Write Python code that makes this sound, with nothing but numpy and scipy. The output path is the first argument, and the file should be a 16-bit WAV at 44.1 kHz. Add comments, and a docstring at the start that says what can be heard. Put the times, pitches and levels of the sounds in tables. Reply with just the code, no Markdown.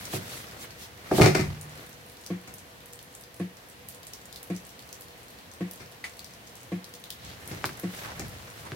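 """A room at a window covered with taped cardboard, with light rain falling outside.
The cardboard rustles, is pushed aside with a loud clatter and later settles back: filtered noise
for rubbing, ringing modes for the frame, sparse grains for the crackle, sharp swings for the tape.
A heavy drip thuds on a hollow ledge about once a second, built from decaying sines.
Fine drops tick on the sill as short sprays of noise, one rings on metal, and a soft wash lies behind."""
import sys
import numpy as np
from scipy import signal
from scipy.io import wavfile

SR = 44100
rng = np.random.default_rng(int(sys.argv[2]) if len(sys.argv) > 2 else 0)


def inscribe(sig):
    """Save sig as 16-bit PCM at rate SR to the path in sys.argv[1].

    A 1-D sig is mono; a 2-D sig holds one channel per row.
    Samples are clipped to [-1, 1] before scaling.
    """
    pcm = np.round(np.clip(np.atleast_2d(sig).T, -1, 1) * 32767)
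    wavfile.write(sys.argv[1], SR, pcm.astype(np.int16))


N = 386104

# Cardboard bumping the frame: (time [s], knock level [dB], contact pitch [Hz], crackle level [dB])
BUMP_EVENTS = [(.134, -24.5, 600, -50), (1.1128, -11.5, 710, -34.5), (1.181, -10, 510, -37),
               (1.197, -7.5, 560, -30), (1.211, -5.5, 170, -17), (1.237, -13, 760, -23),
               (1.258, -9.5, 340, -25.5), (1.347, -16.5, 560, -22.5), (1.392, -17.5, 150, -30),
               (2.474, -44, 900, -45.5), (5.801, -42.5, 400, -44.5), (7.51, -32.5, 179, -41),
               (7.642, -30.5, 330, -37.5), (8.193, -30, 240, -41), (8.717, -32.5, 196, -55)]
# Ringing modes of the frame: (frequency [Hz], relative level [dB], t60 [s])
FRAME_MODES = [(101.4, -6, 0.26), (117, -4, 0.22), (141, -1.5, 0.062), (166, -28, 0.091), (182.6, 3, 0.07),
               (309.7, 0, 0.132), (373.5, 1, 0.17), (427, -1, 0.1), (513, -5, 0.064), (566, -4.5, 0.058),
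               (641, 1, 0.037), (732, 0, 0.063), (864, -1, 0.025), (1204, -6.5, 0.027), (1600, -3.5, 0.016),
               (2180, -31, 0.044)]
# Resonances of the crackling cardboard: (frequency [Hz], width [Hz], relative level [dB])
SHEET_RESONANCES = [(394, 73, -6.5), (753, 120, -3), (1253, 48, -11), (1850, 200, -8.5), (2080, 140, -4),
                    (2324, 220, -6), (4000, 1400, -7), (5070, 1100, -18)]
# Hiss of the crackling fibres: (frequency [Hz], relative density [dB per Hz])
CRACKLE_SPECTRUM = [(300, -5), (750, -4.5), (1400, 4.5), (2300, -8), (3100, -17), (4400, -7), (6000, -11),
                    (8000, -34), (11000, -36), (16000, -33)]
# Hum left in the pane by a hard blow: (time [s], frequency [Hz], level [dB], t60 [s])
PANE_HUMS = [(1.209, 150.4, -20.5, 1.12)]
# Stiff tape letting go: (time [s], level [dB], pitch [Hz])
TAPE_SNAPS = [(7.6424, -11, 1130), (7.6923, -26.5, 1390), (8.7196, -23.5, 1580)]
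# The sheet pushed aside: (time [s], relative rubbing level [dB], rumble level [dB])
PUSH_CURVE = [(0, -42.5, -52), (.5, -43.5, -55), (.95, -55, -58), (1.15, -35.5, -53), (1.5, -44, -34),
              (1.62, -51, -52), (1.83, -44, -61), (2.05, -79, -70)]
# The sheet settling back: (time [s], relative rubbing level [dB], rumble level [dB])
SETTLE_CURVE = [(7.15, -62, -62), (7.27, -46, -43), (7.4, -49, -56), (7.55, -41.5, -47), (7.8, -46, -62),
                (8.05, -41.5, -51), (8.28, -44, -42.5), (8.48, -46, -55.5), (8.76, -46.5, -49)]
# Quick swishes along the frame: (time [s], half length [s], relative level [dB])
SWISHES = [(0.02, 0.062, -45.5), (0.15, 0.025, -35.5), (0.335, 0.078, -43), (0.625, 0.023, -42.5),
           (0.826, 0.031, -45), (1.181, 0.027, -31.5), (7.982, 0.056, -45), (8.595, 0.031, -51.5)]
# Rubbing of sheet on frame: (frequency [Hz], relative density [dB per Hz])
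RUB_SPECTRUM = [(200, -0.5), (450, -0.5), (1000, -3.5), (1500, -2), (2200, -2), (3200, -14), (5000, -8),
                (9000, -53)]
# Fine hiss of brushing cardboard: (frequency [Hz], relative density [dB per Hz])
BRUSH_SPECTRUM = [(1500, -27), (3000, 2.5), (4800, -3), (8000, -3.5), (12000, -4.5), (16000, -6.5)]
# An edge scuffing along the frame: (time [s], half length [s], level [dB], pitch [Hz])
EDGE_SCUFFS = [(7.282, 0.053, -49, 3740), (8.053, 0.013, -38, 1390), (8.101, 0.023, -43, 850),
               (8.668, 0.015, -44, 900)]
# Ringing modes of the hollow ledge: (frequency [Hz], relative level [dB], t60 [s])
LEDGE_MODES = [(104, -29, .2), (134, -33, 0.15), (204.8, -26, 0.16), (180.2, -15.5, 0.21),
               (290, -19, 0.084), (347, -26, 0.16), (430, -15.5, 0.038), (436, 0, 0.012),
               (680.6, -40, 0.15), (717, -35, 0.055), (1098, -36.5, 0.048)]
# Drops striking metal: (time [s], relative level [dB])
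METAL_DROPS = [(6.0408, -28.5)]
# Ringing modes of the metal: (frequency [Hz], relative level [dB], t60 [s])
METAL_MODES = [(1830, -19, 0.072), (1997, 4.5, 0.036), (2220, -7, .05), (2275, -4, 0.059), (2655, -13, .06),
               (3580, -12, .03), (4470, -12, 0.03)]
# Loudest drops on the sill: (time [s], relative level [dB], pitch [Hz])
NEAR_DROPS = [(0.053, -29.5, 5690), (1.6116, -32.5, 9150), (2.2625, -29, 5600), (2.539, -35.5, 11100),
              (2.858, -38.5, 12400), (2.9326, -36, 8330), (2.99, -38.5, 3560), (3.1497, -35.5, 8000),
              (3.886, -33, 12100), (4.0681, -35.5, 8530), (4.134, -33.5, 5770), (4.326, -35.5, 4340),
              (4.359, -31.5, 4250), (4.429, -35, 12000), (4.563, -35.5, 5940), (4.9272, -32.5, 5950),
              (5.0084, -35, 12200), (5.7106, -30, 11500), (6.192, -34.5, 4200), (6.2441, -34, 4370),
              (6.8423, -36, 4370), (6.938, -35.5, 4190), (7.039, -35, 3740), (7.1034, -28.5, 3280),
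              (7.4754, -30.5, 10400), (7.6547, -25, 4180), (7.796, -32, 11800), (8.195, -30, 5860)]
# Distant rain wash: (frequency [Hz], relative density [dB per Hz])
RAIN_SPECTRUM = [(30, -46), (50, -1.5), (80, 2), (130, 1), (200, 0.5), (320, -3.5), (550, -2.5), (850, -4),
                 (1300, -6), (2200, -7.5), (3500, -9.5), (6000, -15.5), (9500, -18.5), (16000, -19.5)]
# The window recess ringing with the rain: (frequency [Hz], width [Hz], level [dB])
RECESS_RESONANCES = [(117.4, 7.8, -64), (486.6, 13, -61.5), (680, 42, -67.5), (1860, 210, -63.5),
                     (11750, 870, -68)]
# How alike the two ears are: (frequency [Hz], left-right correlation [-1 to 1])
EAR_LIKENESS = [(50, 0.96), (150, 0.82), (300, 0.73), (600, 0.44), (1200, -0.32), (3000, 0.057),
                (12000, -0.083)]

CRACKLE_T60_S = 0.098
# Flexing after a bump: a harder bump makes it only somewhat louder (dB per dB of knock)
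WOBBLE_DB, WOBBLE_FOLLOWS, WOBBLE_RISE_S, WOBBLE_HZ = -20.5, 0.64, 0.027, 134.5
STROKE_RUB_DB, SLOW_BRUSH_DB = -1.5, -10.5  # rubbing within a swish; hiss within slow rubbing
# The drip's beat: each gap is a little longer than the one before
FIRST_DRIP_S, DRIP_GAP_S, GAP_GROWS_S, DRIP_DB = 2.3023, 1.0968, .0048, -0.3
# Dull drops lean to the left, bright ones to the right
MIDDLE_HZ, PAN_DB_PER_OCTAVE = 8500, 1
PATTER_DB, PATTER_SPREAD_DB = -30, 12  # loudest patter drop; how much fainter the farthest is
RAIN_DB = -49.5
LULL_S, LULL_HALF_S, LULL_DB = 3.27, 0.34, -2  # the wash eases once
CUTOFF_HZ = 15900


def bumps(contact_width=1.95, hiss_db=-3, ring_db=-1, left_db=1.5):
    """Each contact favours the frame modes near its own pitch, and the cardboard crackles after it."""
    knocks, crush, t = np.zeros((2, N)), np.zeros((1, N)), seconds(1)
    body = struck(FRAME_MODES, swell_cycles=0.097)
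    crackle_shape = fade(t, CRACKLE_T60_S) * (1 - np.exp(-t / 0.0018))
    for s, db, hz, crackle_db in BUMP_EVENTS:
        knock = peak_one(resonance(body, hz, contact_width * hz))
        add(knocks, s, from_db(db) * knock)
        add(crush, s, from_db(crackle_db) * crackle_shape)
    folds = crush * grains(per_s=1400, size_db=3.5)
    ringing = 0
    for hz, width_hz, db in SHEET_RESONANCES:
        even_out = np.sqrt(SR / np.pi / width_hz)  # a narrow band would otherwise come out quieter
        ringing = ringing + from_db(db) * even_out * resonance(folds, hz, width_hz)
    flicker = rms_one(from_db(4.6 * drift(250)))
    hiss = crush * flicker * banded_noise(CRACKLE_SPECTRUM, patchy_db=1.5)
    crackle = from_db(ring_db) * ringing + from_db(hiss_db) * hiss
    lean_left = from_db([[left_db], [-left_db]])
    return room(knocks + crackle * lean_left, wet_db=-0.5, t60=0.24)


def wobble():
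    """A low boom swells after each bump and dies away as the flexing sheet comes to rest."""
    power, age = np.zeros((1, N)), seconds(1) / WOBBLE_RISE_S
    swing = age * np.exp(1 - age)
    for s, db, _, _ in BUMP_EVENTS:
        add(power, s, (from_db(WOBBLE_DB + WOBBLE_FOLLOWS * db) * swing) ** 2)
    return np.sqrt(power) * flexing(WOBBLE_HZ)


def struck_pane():
    """The glass rings on after the blow; two close modes beat."""
    out, t = np.zeros((2, N)), seconds(1.5)
    for s, hz, db, t60 in PANE_HUMS:
        pair = np.sin(2 * np.pi * hz * t) + 0.13 * np.sin(2 * np.pi * (hz - 8.5) * t)
        add(out, s, from_db(db) * pair * fade(t, t60))
    return out


def snaps(width=0.9):
    """Tape lets go with one sharp swing: a click through two broad resonances."""
    out, click = np.zeros((2, N)), signal.unit_impulse(SR // 20)
    for s, db, hz in TAPE_SNAPS:
        swing = resonance(resonance(click, hz, width * hz), hz, 2 * width * hz)
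        add(out, s, from_db(db) * peak_one(swing))
    return room(out, wet_db=-5, t60=0.12)


def sliding(rumble_hz=98, rub_db=-3, brush_db=0.5):
    """The moving sheet rumbles as it flexes, rubs on the frame and brushes with a fine hiss."""
    slow_rub, rumble = np.add(gains(PUSH_CURVE), gains(SETTLE_CURVE))
    swishes = sum(from_db(db) * swell(s, half_length) for s, half_length, db in SWISHES)
    rub = np.hypot(slow_rub, from_db(STROKE_RUB_DB) * swishes)
    brush = np.hypot(swishes, from_db(SLOW_BRUSH_DB) * slow_rub)
    catching = rms_one(from_db(3.2 * drift(100)))  # the surfaces stick and slip unevenly
    rubbing = rub * catching * banded_noise(RUB_SPECTRUM, patchy_db=1.0)
    brushing = brush * banded_noise(BRUSH_SPECTRUM, patchy_db=1.2)
    return rumble * flexing(rumble_hz) + from_db(rub_db) * rubbing + from_db(brush_db) * brushing


def scuffs(width=0.52):
    """Quick runs of tiny slips, coloured by the edge that makes them."""
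    slips, out = grains(per_s=2500, size_db=-2.0), 0
    for s, half_length, db, hz in EDGE_SCUFFS:
        coloured = rms_one(resonance(slips, hz, width * hz))
        out = out + from_db(db) * swell(s, half_length) * coloured
    return out


def heavy_drip(echo_s=0.067, echo_db=-21, splat_db=-44, splat_hz=1900, splat_t60=0.28, count=6):
    """Each drip sets the ledge booming, with a faint wet splat and an echo off a wall."""
    out, t = np.zeros((2, N)), seconds(1)
    thud = struck(LEDGE_MODES, swell_cycles=4.75)
    for k in range(count):
        s = FIRST_DRIP_S + k * DRIP_GAP_S + k * (k - 1) / 2 * GAP_GROWS_S
        wet = rms_one(resonance(rng.standard_normal((2, len(t))), splat_hz, 610))
        splat = wet * fade(t, splat_t60)
        add(out, s, from_db(DRIP_DB) * (thud + from_db(splat_db) * splat))
        add(out, s + echo_s, -from_db(DRIP_DB + echo_db) * thud)
    return room(out, wet_db=-5, t60=.25)


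def plink(tick_db=-38, tick_t60=0.18):
    """A drop smacks a piece of metal, a little to the left, and leaves its modes ringing."""
    out, t = np.zeros((2, N)), seconds(0.68)
    for s, db in METAL_DROPS:
        tick = rms_one(resonance(rng.standard_normal((2, len(t))), 1300, 3400)) * fade(t, tick_t60)
        add(out, s, from_db(tick_db) * tick)
        ear_gains = from_db(db + np.array([[1], [-2]]))
        add(out, s, ear_gains * struck(METAL_MODES, swell_cycles=0.84))
    return room(out, wet_db=-2.5, t60=0.15)


def sill_drops(near_db=6.5, rebound_db=-9, rebound_s=.025, count=150):
    """Loud near drops among a random patter; each throws a droplet that lands again."""
    out = np.zeros((2, N))
    drops = [(s, db + near_db, hz) for s, db, hz in NEAR_DROPS]
    for when, far, pitch in rng.random((count, 3)):
        drops.append((when * N / SR, PATTER_DB - PATTER_SPREAD_DB * np.sqrt(far), 3500 * 3.6 ** pitch))
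    for s, db, hz in drops:
        pan_db = PAN_DB_PER_OCTAVE * np.log2(MIDDLE_HZ / hz)
        gain = from_db(db + pan_db * np.array([[.5], [-.5]]))
        add(out, s, gain * splash(hz))
        add(out, s + rng.uniform(.086, 1) * rebound_s, gain * from_db(rebound_db) * splash(hz))
    return room(out, wet_db=-2.5, t60=0.19)


def splash(hz, t60=0.011, width=0.35, spray_db=-9, low_cut_hz=3300, rise_s=0.00056):
    """A drop bursts: a very short spray of noise with one favoured pitch; peak 1."""
    t = seconds(.02)
    spreading = (1 - np.exp(-t / rise_s)) ** 2
    spray = rng.standard_normal((2, len(t))) * fade(t, t60) * spreading
    pitched = resonance(spray, hz, width * hz)
    return peak_one(high_pass(pitched + from_db(spray_db) * spray, low_cut_hz))


def yard_drops(drop_db=-52, spread_db=8, t60=0.083, count=130):
    """Drops farther off arrive duller, smeared by the walls into soft-edged noise."""
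    out, t = np.zeros((2, N)), seconds(.15)
    smear = fade(t, t60) * (1 - np.exp(-t / 0.0045))
    for when, far, pitch in rng.random((count, 3)):
        hz = 1800 * 3.5 ** pitch
        spray = rms_one(resonance(rng.standard_normal((2, len(t))), hz, 1.1 * hz))
        add(out, when * N / SR, from_db(drop_db - spread_db * far) * spray * smear)
    return out


def far_rain():
    """Countless distant drops merge into a wash of noise; the recess rings faintly with it."""
    level = from_db(RAIN_DB + LULL_DB * swell(LULL_S, LULL_HALF_S))
    wash = level * banded_noise(RAIN_SPECTRUM, patchy_db=.7)
    for hz, width_hz, db in RECESS_RESONANCES:
        ringing = resonance(rng.standard_normal((2, N)), hz, width_hz)
        wash = wash + from_db(db) * rms_one(spread_to_ears(ringing, hz))
    return wash


def flexing(hz, width=0.89, side_db=-14):
    """The low boom of a bending sheet, nearly the same at both ears; rms 1."""
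    noise = rng.standard_normal((2, N))
    mid, side = resonance(resonance(noise, hz, width * hz), hz, width * hz)
    return rms_one(mid + from_db(side_db) * side * [[1], [-1]])


def grains(per_s, size_db):
    """Sparse clicks at random moments, with random sizes; rms 1."""
    sizes = from_db(size_db * np.minimum(rng.exponential(1, N), 4)) * rng.standard_normal((2, N))
    return rms_one(sizes * (rng.random(N) < per_s / SR))


def struck(modes, swell_cycles):
    """Modes that swell over a few cycles or less, then die away."""
    t, out = seconds(1), 0
    for k, (hz, db, t60) in enumerate(modes):
        shape = fade(t, t60) * (1 - np.exp(-t * hz / swell_cycles))
        out = out + (-1) ** k * from_db(db) * np.sin(2 * np.pi * hz * t) * shape
    return out


def banded_noise(spectrum, patchy_db):
    """Half-octave bands of stereo noise, each with its own flicker and likeness; rms 1."""
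    out, edges = 0, 25 * 2 ** np.arange(0, 9.6, .5)
    white = rng.standard_normal((2, 2, N))  # neighbouring bands take turns with two sources
    for k, (low, high) in enumerate(zip(edges, edges[1:])):
        hz = np.sqrt(low * high)
        if spectrum[0][0] / 2 < hz < spectrum[-1][0] * 2:
            band_filter = signal.butter(2, [low, high], "band", fs=SR, output="sos")
            band = signal.sosfilt(band_filter, white[k % 2])
            gain = from_db(at_hz(spectrum, hz) + patchy_db * drift(16))
            out = out + gain * spread_to_ears(band, hz)
    return rms_one(out)


def spread_to_ears(pair, hz):
    """Mix two independent noises into left and right with the correlation for this pitch."""
    mid, side = pair
    alike = np.clip(at_hz(EAR_LIKENESS, hz), -1, 1)
    return np.sqrt(1 + alike) * mid + np.sqrt(1 - alike) * side * [[1], [-1]]


def room(x, wet_db, t60):
    """Direct sound plus diffuse reflections, different at each ear; the bass stays dry."""
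    t = seconds(.5)
    tail = high_pass(rng.standard_normal((2, len(t))), 377) * fade(t, t60) * (1 - np.exp(-t / 0.0022))
    reflections = signal.fftconvolve(x, rms_one(tail) / np.sqrt(len(t)), axes=1)[:, :N]
    return x + from_db(wet_db) * reflections


def drift(rate_hz):
    """Slow random wandering with spread 1: low-passed noise drawn every 40 samples."""
    r = np.exp(-80 * np.pi * rate_hz / SR)
    noise = rng.standard_normal(N // 40 + 2002)
    slow = signal.lfilter([1], [1, -2 * r, r * r], noise)[2000:]  # skip the filter's start
    return np.interp(np.arange(N) / 40, np.arange(len(slow)), rms_one(slow))


def swell(s, half_length):
    """A smooth bell-shaped rise and fall around time s."""
    return np.exp(-np.minimum(((np.arange(N) / SR - s) / half_length) ** 2 / 2, 20))


def gains(curve):
    """A curve of levels as one gain per column, practically silent outside its span."""
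    s, *columns = np.transpose(curve)
    return [from_db(np.interp(np.arange(N) / SR, s, db, left=-120, right=-120)) for db in columns]


def resonance(x, hz, width_hz):
    """Two-pole band-pass with gain 1 on top."""
    hz = min(hz, SR / 2 - 1000)
    width_hz = min(width_hz, SR / 2 - 2000)
    return signal.lfilter(*signal.iirpeak(hz, hz / width_hz, fs=SR), x + 1e-18)


def high_pass(x, hz):
    """Second-order low cut."""
    return signal.sosfilt(signal.butter(2, hz, "high", fs=SR, output="sos"), x + 1e-18)


def from_db(db):
    """Decibels to gain."""
    return 10 ** (np.asarray(db) / 20)


def rms_one(x):
    """Scale to unit rms."""
    return x / np.sqrt(np.mean(x ** 2) + 1e-20)


def peak_one(x):
    """Scale to unit peak."""
    return x / np.abs(x).max()


def seconds(length):
    """A time axis."""
    return np.arange(int(length * SR)) / SR


def fade(t, t60):
    """Exponential decay by 60 dB in t60."""
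    return np.exp(-np.log(1000) * t / t60)


def at_hz(points, hz):
    """Read a curve on a log-frequency axis."""
    return np.interp(np.log(hz), np.log(np.array(points)[:, 0]), np.array(points)[:, 1])


def add(out, s, sound):
    """Mix a sound in at time s."""
    i = min(max(int(s * SR), 0), N)
    out[:, i:i + sound.shape[-1]] += sound[..., :N - i]


def scene():
    """Cardboard close by, drips and drops at the window, rain behind."""
    cardboard = bumps() + wobble() + struck_pane() + snaps() + sliding() + scuffs()
    rain = heavy_drip() + plink() + sill_drops() + yard_drops() + far_rain()
    return cardboard + rain


def record(dry):
    """Peaks are softly rounded and the treble above the cutoff is removed."""
    rounded = .85 * np.tanh(dry / .85)
    return signal.sosfilt(signal.ellip(10, .2, 70, CUTOFF_HZ, fs=SR, output="sos"), rounded)


dry = scene()
out = record(dry)
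inscribe(out)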